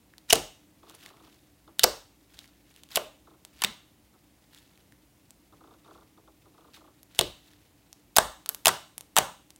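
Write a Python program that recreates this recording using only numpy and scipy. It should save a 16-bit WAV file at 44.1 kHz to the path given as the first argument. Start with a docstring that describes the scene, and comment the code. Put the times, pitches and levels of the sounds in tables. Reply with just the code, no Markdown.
"""In a small room, hands fold, stretch and press a lump of slime on a table, close to one microphone.
Trapped air bursts out in clusters: the skin tears in noisy slips and the opened pocket rings with a hollow plop.
Small impulses make the faint crackle and the ticks of slime leaving the fingers; damped sines make soft thuds.
A lens motor chirps as its steps brake, over rumble, hiss and a soft fan of filtered noise.
Resonances of the table top, near echoes and a diffuse field answer the sources."""
import sys
import numpy as np
from scipy import signal
from scipy.fft import rfft, irfft
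from scipy.io import wavfile

SR = 44100
rng = np.random.default_rng(int(sys.argv[2]) if len(sys.argv) > 2 else 0)


def pcm_store(signal):
    """Save signal as 16-bit PCM."""
    levels = np.round(np.clip(np.atleast_2d(signal), -1, 1) * 32767)
    wavfile.write(sys.argv[1], SR, levels.astype(np.int16).T)


N = 422919  # samples

# air pockets bursting, levels before the common gains: t/s, crack level/dB, tear length/s,
# hole f/Hz, hole ring level/dB, pocket f/Hz, plop level/dB
BURSTS = [ (0.2992, -24, 0.0083, 5800, -14.5, 900, -44), (.304, -20, 0.0041, 3000, -6.5, 890, -40.5),
          (0.3268, 0.5, .0012, 2900, -2.5, 442, -9), (0.3306, 7, 0.00063, 7000, 1.5, 690, -12.5),
          (.355, -17, 0.0025, 4000, -21, 380, -21.5), (1.794, -8.5, 0.0015, 3600, -8.5, 1500, -31),
          (1.8343, -8.5, .002, 4400, -3.5, 1100, -32), (1.8394, 0.5, 0.0022, 4770, -2, 534, -5),
          (2.958, 1, 0.00032, 13500, -12, 900, -35), (2.9617, -10, 0.0004, 3300, -4.5, 650, -31),
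          (2.97, -15, .0025, 3000, -16.5, 570, -13.5), (3.6196, -16, 0.002, 3300, -17.5, 1000, -21.5),
          (3.6376, -7, 0.0014, 2630, -13, 1090, -25), (3.6465, -14, 0.0011, 3750, -3.5, 440, -29.5),
          (7.1906, -4, 0.0018, 3460, -3.5, 533, -16), (7.2111, -19, 0.00053, 3410, -2, 382, -20),
          (8.1647, -1.5, 0.0014, 5000, -11.5, 1230, -27), (8.169, 2, 0.00071, 11500, -2, 675, -11.5),
          (8.184, 4, 0.00095, 1350, -2, 635, -3), (8.6568, 0.5, 0.0015, 2650, -12, 1070, -14),
          (8.6696, 1.5, 0.0012, 3500, -9, 675, -11.5), (8.681, -1, 0.0015, 1520, -12.5, 790, -13.5),
          (8.689, -8, 0.00051, 1530, -15, 980, -11), (9.166, 1, 0.00085, 2650, -13, 970, -10),
          (9.1748, -7, 0.0015, 3500, -11, 780, -9.5), (9.1847, -0.5, 0.0019, 3120, -11, 594, -8.5)]
# spectrum of cracking slime skin, relative: f/Hz, level/dB
CRACK_SPECTRUM = [(60, -18), (300, -8.5), (800, 1.5), (1700, -5.5), (3200, 2.5), (5000, -0.5), (8000, 2),
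                  (12000, -2.5), (16000, -5.5)]
REST_DB = -75.5  # crackle of the lump settling between pulls, before the crackle gain


def from_db(db):
    """Level to amplitude: 20 dB is a factor of ten."""
    return 10 ** (np.asarray(db) / 20)


def rms_one(x):
    """Normalisation to unit effective value."""
    return x / np.sqrt(np.mean(x ** 2) + 1e-20)


def seconds(length):
    """Sampled time axis of the given length in seconds."""
    return np.arange(int(length * SR)) / SR


def at_hz(points, hz, axis=1):
    """Interpolation of one table column on a logarithmic frequency axis."""
    rows = np.array(points)
    return np.interp(np.log(np.maximum(hz, 1)), np.log(rows[:, 0]), rows[:, axis])


def add(out, s, sound):
    """Superposition: mixes a sound in from time s."""
    start = max(int(s * SR), 0)
    out[start:start + len(sound)] += sound[:max(N - start, 0)]


def colour(x, spectrum):
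    """Minimum-phase filtering by the folded cepstrum: causal, with unit power gain."""
    size = 2 ** 13
    hz = np.arange(size // 2 + 1) * SR / size
    gain = rms_one(from_db(at_hz(spectrum, hz)))
    cepstrum = irfft(np.log(gain))
    cepstrum[1:size // 2] *= 2
    cepstrum[size // 2 + 1:] = 0
    impulse_response = irfft(np.exp(rfft(cepstrum)))
    return signal.fftconvolve(x, impulse_response)[:len(x)]


def resonate(x, hz, width_hz):
    """Damped oscillator: one pole pair whose radius sets the bandwidth, gain 1 at the peak."""
    r = np.exp(-np.pi * width_hz / SR)
    w = 2 * np.pi * min(hz, SR / 2 - 1) / SR
    return signal.lfilter(np.array([1, 0, -1]) * (1 - r * r) / 2, [1, -2 * r * np.cos(w), r * r], x)


def smooth(x, time_s):
    """First-order relaxation: a running average with the given time constant."""
    r = np.exp(-1 / (time_s * SR))
    return signal.lfilter([1 - r], [1, -r], x)


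def rip(length, grain_db, snap):
    """Stick-slip: a first snap and a dying run of uneven slips, with the energy of a fading unit sine."""
    t = seconds(.04)
    slips = rng.standard_normal(len(t)) * from_db(grain_db * rng.standard_normal(len(t)))
    rise = 1 - np.exp(-4 * t / length)
    decay = np.exp(-t / length - (t / (3 * length)) ** 2)
    run = rms_one(slips) * decay * rise
    run[0] += snap
    return rms_one(run) * np.sqrt(np.mean(np.exp(-2 * t / length)) / 2)


def hole_ring(burst, hz, sharpness):
    """Resonance of a small opening: the burst excites its pitch, at the burst's own energy."""
    return rms_one(resonate(burst, hz, hz / sharpness)) * np.std(burst)


def tears(crack_db=-2.5, ring_db=-4.0):
    """Brittle failure of a membrane: the skin cracks and its hole rings."""
    lead_s, lead_db = .004, -27.5  # faint noise before the crack: length, level
    cracks, rings = np.zeros(N), np.zeros(N)
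    for s, level_db, length, hz, whistle_db, _, _ in BURSTS:
        burst = rip(length, grain_db=3.5, snap=1.2)
        add(cracks, s, from_db(level_db) * burst)
        lead = rip(lead_s, grain_db=3.5, snap=0) * np.sqrt(length / lead_s)
        add(cracks, s - 2 * lead_s, from_db(level_db + lead_db) * lead)
        add(rings, s, from_db(whistle_db) * hole_ring(burst, hz, sharpness=6.5))
    return from_db(crack_db) * colour(cracks, CRACK_SPECTRUM) + from_db(ring_db) * rings


def pockets(bend=0.13, settle_s=0.0017, open_s=0.0004, puff_db=-30.5, puff_s=0.0039,
            flap_db=-4.5, flap_s=0.0036, flap_ratio=1.206):
    """Cavity resonance: the opened pocket rings like a tiny bottle, its pitch settling as air puffs out."""
    cycles_to_60_db = 10  # cycles of ringing until 60 dB down
    lag = 1.2  # opening delay in tear lengths
    out, t = np.zeros(N), seconds(.15)
    for torn_s, _, length, _, _, hz, level_db in BURSTS:
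        s = torn_s + lag * length
        t60 = cycles_to_60_db / hz
        pitch = hz * (1 + bend * np.exp(-t / settle_s))
        ring = np.sin(2 * np.pi * np.cumsum(pitch) / SR) * from_db(-60 * t / t60)
        puff = from_db(puff_db) * np.exp(-t / puff_s)
        add(out, s, from_db(level_db) * (ring + puff) * (1 - np.exp(-t / open_s)))
        # the rim flaps unevenly, which roughens the plop and widens its spectrum
        flap_hz = hz * flap_ratio
        flap = hole_ring(rip(flap_s, grain_db=3.5, snap=0), flap_hz, sharpness=0.31)
        add(out, s, from_db(level_db + flap_db) * hole_ring(flap, flap_hz, sharpness=0.98))
    return signal.sosfilt(signal.butter(2, 40, "high", fs=SR, output="sos"), out)


def thuds(fade_s=0.0065):
    """Heavily damped impact: the emptied lump drops onto the table as a short decaying sine."""
    # lump slumping after a burst: t/s, level/dB, f/Hz
    thud_table = [(0.332, -28.5, 130.4), (1.844, -30, 219), (2.968, -38, 167), (3.646, -33.5, 200),
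                  (7.194, -27.5, 131.6), (8.187, -32.5, 143), (8.682, -32.5, 150), (9.185, -30.5, 172.5)]
    out, t = np.zeros(N), seconds(.08)
    for s, level_db, hz in thud_table:
        add(out, s, from_db(level_db) * np.sin(2 * np.pi * hz * t) * np.exp(-t / fade_s))
    return signal.sosfilt(signal.butter(2, 45, "high", fs=SR, output="sos"), out)


def pull():
    """Exponential loading and relaxation: strain on the slime as crackle amplitude, summed in power."""
    # pulls and presses of the hands, level before the crackle gain: t of the height/s, level/dB,
    # swell/s, release/s (each the time for a tenfold change of amplitude)
    pull_table = [(.298, -37.5, .014, .05), (0.901, -58.5, 0.12, .25), (1.059, -50.5, .16, .07),
                  (1.29, -59.5, .25, .2), (2.391, -55, 0.14, .18), (2.78, -63.5, .3, .2),
                  (2.915, -46.5, .02, .1), (2.95, -37, 0.018, .04), (3.609, -51, .08, .08),
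                  (4.57, -59, .16, 0.39), (5.94, -63, .2, .1), (6.761, -50, .055, .05),
                  (7.17, -49, 0.047, 0.17), (7.5, -63, 0.56, .3)]
    t = np.arange(N) / SR
    power = from_db(REST_DB) ** 2
    for s, level_db, swell, release in pull_table:
        decades_down = np.minimum(np.maximum((s - t) / swell, (t - s) / release), 10)
        power = power + (from_db(level_db) * 10 ** -decades_down) ** 2
    return np.sqrt(power)


def crackle(per_s=1500, spread_db=2.0, level_db=-0.5, cell_db=1.5, clump_db=3.5, clumps_per_s=90):
    """Random impulse process: foam cells break in clumps of clicks, each with a brief pitch of its own."""
    # spectrum of breaking foam, relative: f/Hz, level/dB
    crackle_spectrum = [(200, -10.5), (700, -0.5), (2200, -3), (3600, -0.5), (6000, -7.5), (10000, -3.5),
                        (16000, -4)]
    t, knots = np.arange(N) / SR, rng.standard_normal(4000)
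    clumps = clump_db * np.interp(t * clumps_per_s, np.arange(len(knots)), knots)
    spread = spread_db * np.minimum(rng.exponential(1, N), 3)
    sizes = from_db(clumps + spread) * rng.choice([-1, 1], N)
    cells = sizes * (rng.random(N) < per_s / SR)
    pitches = np.geomspace(1400, 7000, 12)
    dealt = rng.integers(len(pitches), size=N)  # which pitch each cell gets
    # the tiny offset keeps the filters off denormal numbers
    rings = sum(resonate(cells * (dealt == k) + 1e-18, hz, hz / 6) for k, hz in enumerate(pitches))
    grains = rms_one(cells) + from_db(cell_db) * rms_one(rings)
    return from_db(level_db) * pull() * rms_one(colour(grains, crackle_spectrum))


def stray_ticks(count=36, spread_db=4.5, spread_octaves=.8, pull_exponent=1):
    """Inverse-distribution sampling: rows of faint ticks at random moments, drawn towards the pulls."""
    centre_db, centre_hz, ring_db = -42.5, 2751, -5
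    chance = np.cumsum(np.maximum(pull() - from_db(REST_DB), 0) ** pull_exponent)
    times = np.searchsorted(chance / chance[-1], rng.random(count)) / SR
    draws = rng.uniform(-0.8, 1, (count, 2))
    return [(s, centre_db + spread_db * size, centre_hz * 2 ** (spread_octaves * pitch), ring_db)
            for s, (size, pitch) in zip(times, draws)]


def ticks(crack_db=-6.0, delay_s=0.0014):
    """Adhesive release: tiny surface bubbles snap as the fingers lift, and their holes ring."""
    # slime letting go of the skin, times before the common delay, levels before the crack gain:
    # t/s, level/dB, f/Hz, ring level re the burst/dB
    tick_table = [(.1363, -48, 1720, 11.5), (.1805, -29, 4150, -5.5), (.8962, -25.5, 3500, -22),
                  (.9492, -35.5, 9730, 1), (1.0602, -26, 2053, -3), (2.389, -27, 3560, 1.5),
                  (2.4418, -39, 2100, 1), (2.7615, -30.5, 3024, -13), (2.834, -25.5, 3270, -15.5),
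                  (3.4489, -20.5, 3435, -21), (4.5461, -30, 3687, -10), (4.775, -40, 2410, -5),
                  (4.9217, -37.5, 1740, -1.5), (5.3056, -29, 7820, -8.5), (7.0299, -30.5, 11800, -7),
                  (7.1478, -29.5, 3352, -8.5), (7.9277, -24.5, 5800, -9), (8.4595, -13.5, 1270, -16),
                  (8.4898, -8.5, 11550, 3.5), (8.4941, -10, 1403, -14.5), (8.546, -13.5, 11740, -9),
                  (8.979, -15.5, 9930, -5), (9.0077, -19, 9700, -16), (9.504, -26.5, 5730, -16),
                  (9.56, -34, 8100, -6)]
    cracks, rings = np.zeros(N), np.zeros(N)
    for s, level_db, hz, ring_db in list(tick_table) + stray_ticks():
        burst = rip(length=.0003, grain_db=3.0, snap=8.0)
        add(cracks, s + delay_s, from_db(level_db) * burst)
        add(rings, s + delay_s, from_db(level_db + ring_db) * hole_ring(burst, hz, sharpness=4.8))
    return from_db(crack_db) * colour(cracks, CRACK_SPECTRUM) + rings


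def focus_motor(start_hz=1380, end_hz=320, brake_s=0.0085, fade_s=0.017,
                gear_hz=3600, gear_db=-13.5, gear_s=0.0035,
                bounce_s=0.0046, bounce_db=-3.0, rattle_db=3.5,
                hum_db=-10.0, hum_s=0.015, level_db=-6.5, speed_spread=0.045):
    """Braked rotation: each step is a falling chirp with gear tick and hum, rattling in the housing."""
    # lens refocusing in runs of steps, level before the part gains: t/s, number of steps, level/dB
    run_table = [(.834, 4, -47.5), (1.034, 8, -48), (1.675, 1, -42.5), (3.271, 3, -49), (4.139, 1, -54),
                 (5.526, 1, -46), (5.607, 5, -47.5), (5.842, 6, -45), (6.174, 1, -45), (6.275, 1, -46),
                 (6.461, 1, -47), (6.542, 5, -49), (6.775, 4, -49)]
    steps_per_s, jitter_s = 30, .002
    out, t = np.zeros(N), seconds(.12)
    pitch = end_hz + (start_hz - end_hz) * np.exp(-(t / brake_s) ** 2)
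    envelope = (1 - np.exp(-t / .001)) * np.exp(-t / fade_s)
    chirp = np.sin(2 * np.pi * np.cumsum(pitch) / SR) * envelope
    hum = from_db(hum_db) * np.sin(2 * np.pi * end_hz * t) * np.exp(-t / hum_s)
    steps = [(s + k / steps_per_s + rng.normal(0, jitter_s), run_db)
             for s, count, run_db in run_table for k in range(round(count))]
    for s, step_db in steps:
        gear_noise = rms_one(resonate(rng.standard_normal(len(t)), gear_hz, 270))
        gear = from_db(gear_db) * gear_noise * np.exp(-t / gear_s)
        add(out, s, from_db(step_db) * (hum + gear))
        speed = 1 + speed_spread * rng.uniform(-1.3, 1)  # steps run unequally fast
        step = np.interp(t * speed, t, chirp)
        for bounce in range(5):
            strength_db = step_db + level_db + bounce * bounce_db + rattle_db * rng.standard_normal()
            bounce_at = s + bounce * bounce_s + rng.normal(0, .0006)
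            add(out, bounce_at, from_db(strength_db) * step)
    return out


def table_top(x):
    """Modal response: the table top rings along as a sum of plate resonances."""
    # modes of the table top: f/Hz, width/Hz, level/dB
    mode_table = [(112, 15, -8.5), (207, 8.4, -1), (363, 10, 4), (437, 8, -5), (677, 55, -4.5),
                  (803, 15, -8.5), (980, 75, -15)]
    return sum(from_db(level_db) * resonate(x, hz, width_hz) for hz, width_hz, level_db in mode_table)


def standing_waves(ripple_db, spacing_hz):
    """Modal interference: two unrelated noises share the steady peaks and dips that the walls impose."""
    hz = np.arange(N // 2 + 1) * SR / N
    knots = rng.standard_normal(4000)
    gain = from_db(ripple_db * np.interp(hz / spacing_hz, np.arange(len(knots)), knots))
    return irfft(rfft(rng.standard_normal((2, N))) * gain, N)


def room(x, build_s=0.004):
    """Energy balance of a diffuse field: each band stores and loses energy at its own rate; echoes join."""
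    # diffuse tail: f/Hz, level re the sound fed in/dB, t60/s
    tail_table = [(60, -1.5, 0.23), (150, -2.5, 0.26), (270, -5.5, .3), (390, -1, 0.21), (706, -7.5, 0.34),
                  (1360, -8.5, 0.36), (2100, -13, 0.36), (3500, -13, 0.45), (4670, -13, 0.34),
                  (7000, -15, 0.43), (10000, -19.5, 0.34), (16210, -19.5, 0.41)]
    # echoes from table, hands and camera: delay t/s, level/dB
    echo_table = [(.0011, -25.5), (.0027, -19), (.0046, -17.5)]
    out, field = np.zeros(N), standing_waves(ripple_db=4.0, spacing_hz=34.8)
    edges = np.geomspace(35, 18000, 34)
    for k, (low, high) in enumerate(zip(edges, edges[1:])):
        hz = np.sqrt(low * high)
        band = signal.butter(2, [low, high], "band", fs=SR, output="sos")
        fed = smooth(signal.sosfilt(band, x) ** 2, build_s)
        t60 = at_hz(tail_table, hz, axis=2)
        stored = smooth(fed, t60 / np.log(10 ** 6))
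        carrier = rms_one(signal.sosfilt(band, field[k % 2]))  # neighbouring bands are unrelated
        out += from_db(at_hz(tail_table, hz)) * np.sqrt(stored) * carrier
    for delay, level_db in echo_table:
        add(out, delay, from_db(level_db) * x)
    return out


def background():
    """Stationary noise: room rumble and microphone hiss by spectrum, a fan's drone by narrow resonance."""
    # spectrum of rumble and hiss, relative: f/Hz, level/dB
    air_spectrum = [(25, -31.5), (40, -16), (56, 0), (75, -6), (110, -5.5), (200, -7), (330, -12.5),
                    (430, -15.5), (800, -18), (1500, -26), (2100, -23.5), (3600, -27.5), (6000, -28),
                    (16000, -29)]
    air_db, fan_db = -63, -69.5  # effective levels
    fan_hz, fan_width_hz = 296, 35
    air = from_db(air_db) * rms_one(colour(rng.standard_normal(N), air_spectrum))
    narrow = resonate(rng.standard_normal(N), fan_hz, fan_width_hz)
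    drone = resonate(narrow, fan_hz, 2 * fan_width_hz)
    return air + from_db(fan_db) * rms_one(drone)


def scene(tick_room_db=0.0, motor_room_db=-3.5):
    """Superposition at one microphone: direct sound, table and room, the same in both channels."""
    slime = tears() + pockets() + thuds() + crackle()
    snaps, motor = ticks(), focus_motor()
    echo = room(slime + from_db(tick_room_db) * snaps + from_db(motor_room_db) * motor)
    return np.tile(slime + table_top(slime) + snaps + motor + echo + background(), (2, 1))


def record(dry):
    """Overload and band limiting: peaks clip at full scale, then the top is cut above 16 kHz."""
    low_pass = signal.ellip(10, .1, 80, 16000, fs=SR, output="sos")
    return signal.sosfilt(low_pass, np.clip(dry, -1, 1))


dry = scene()
out = record(dry)
pcm_store(out)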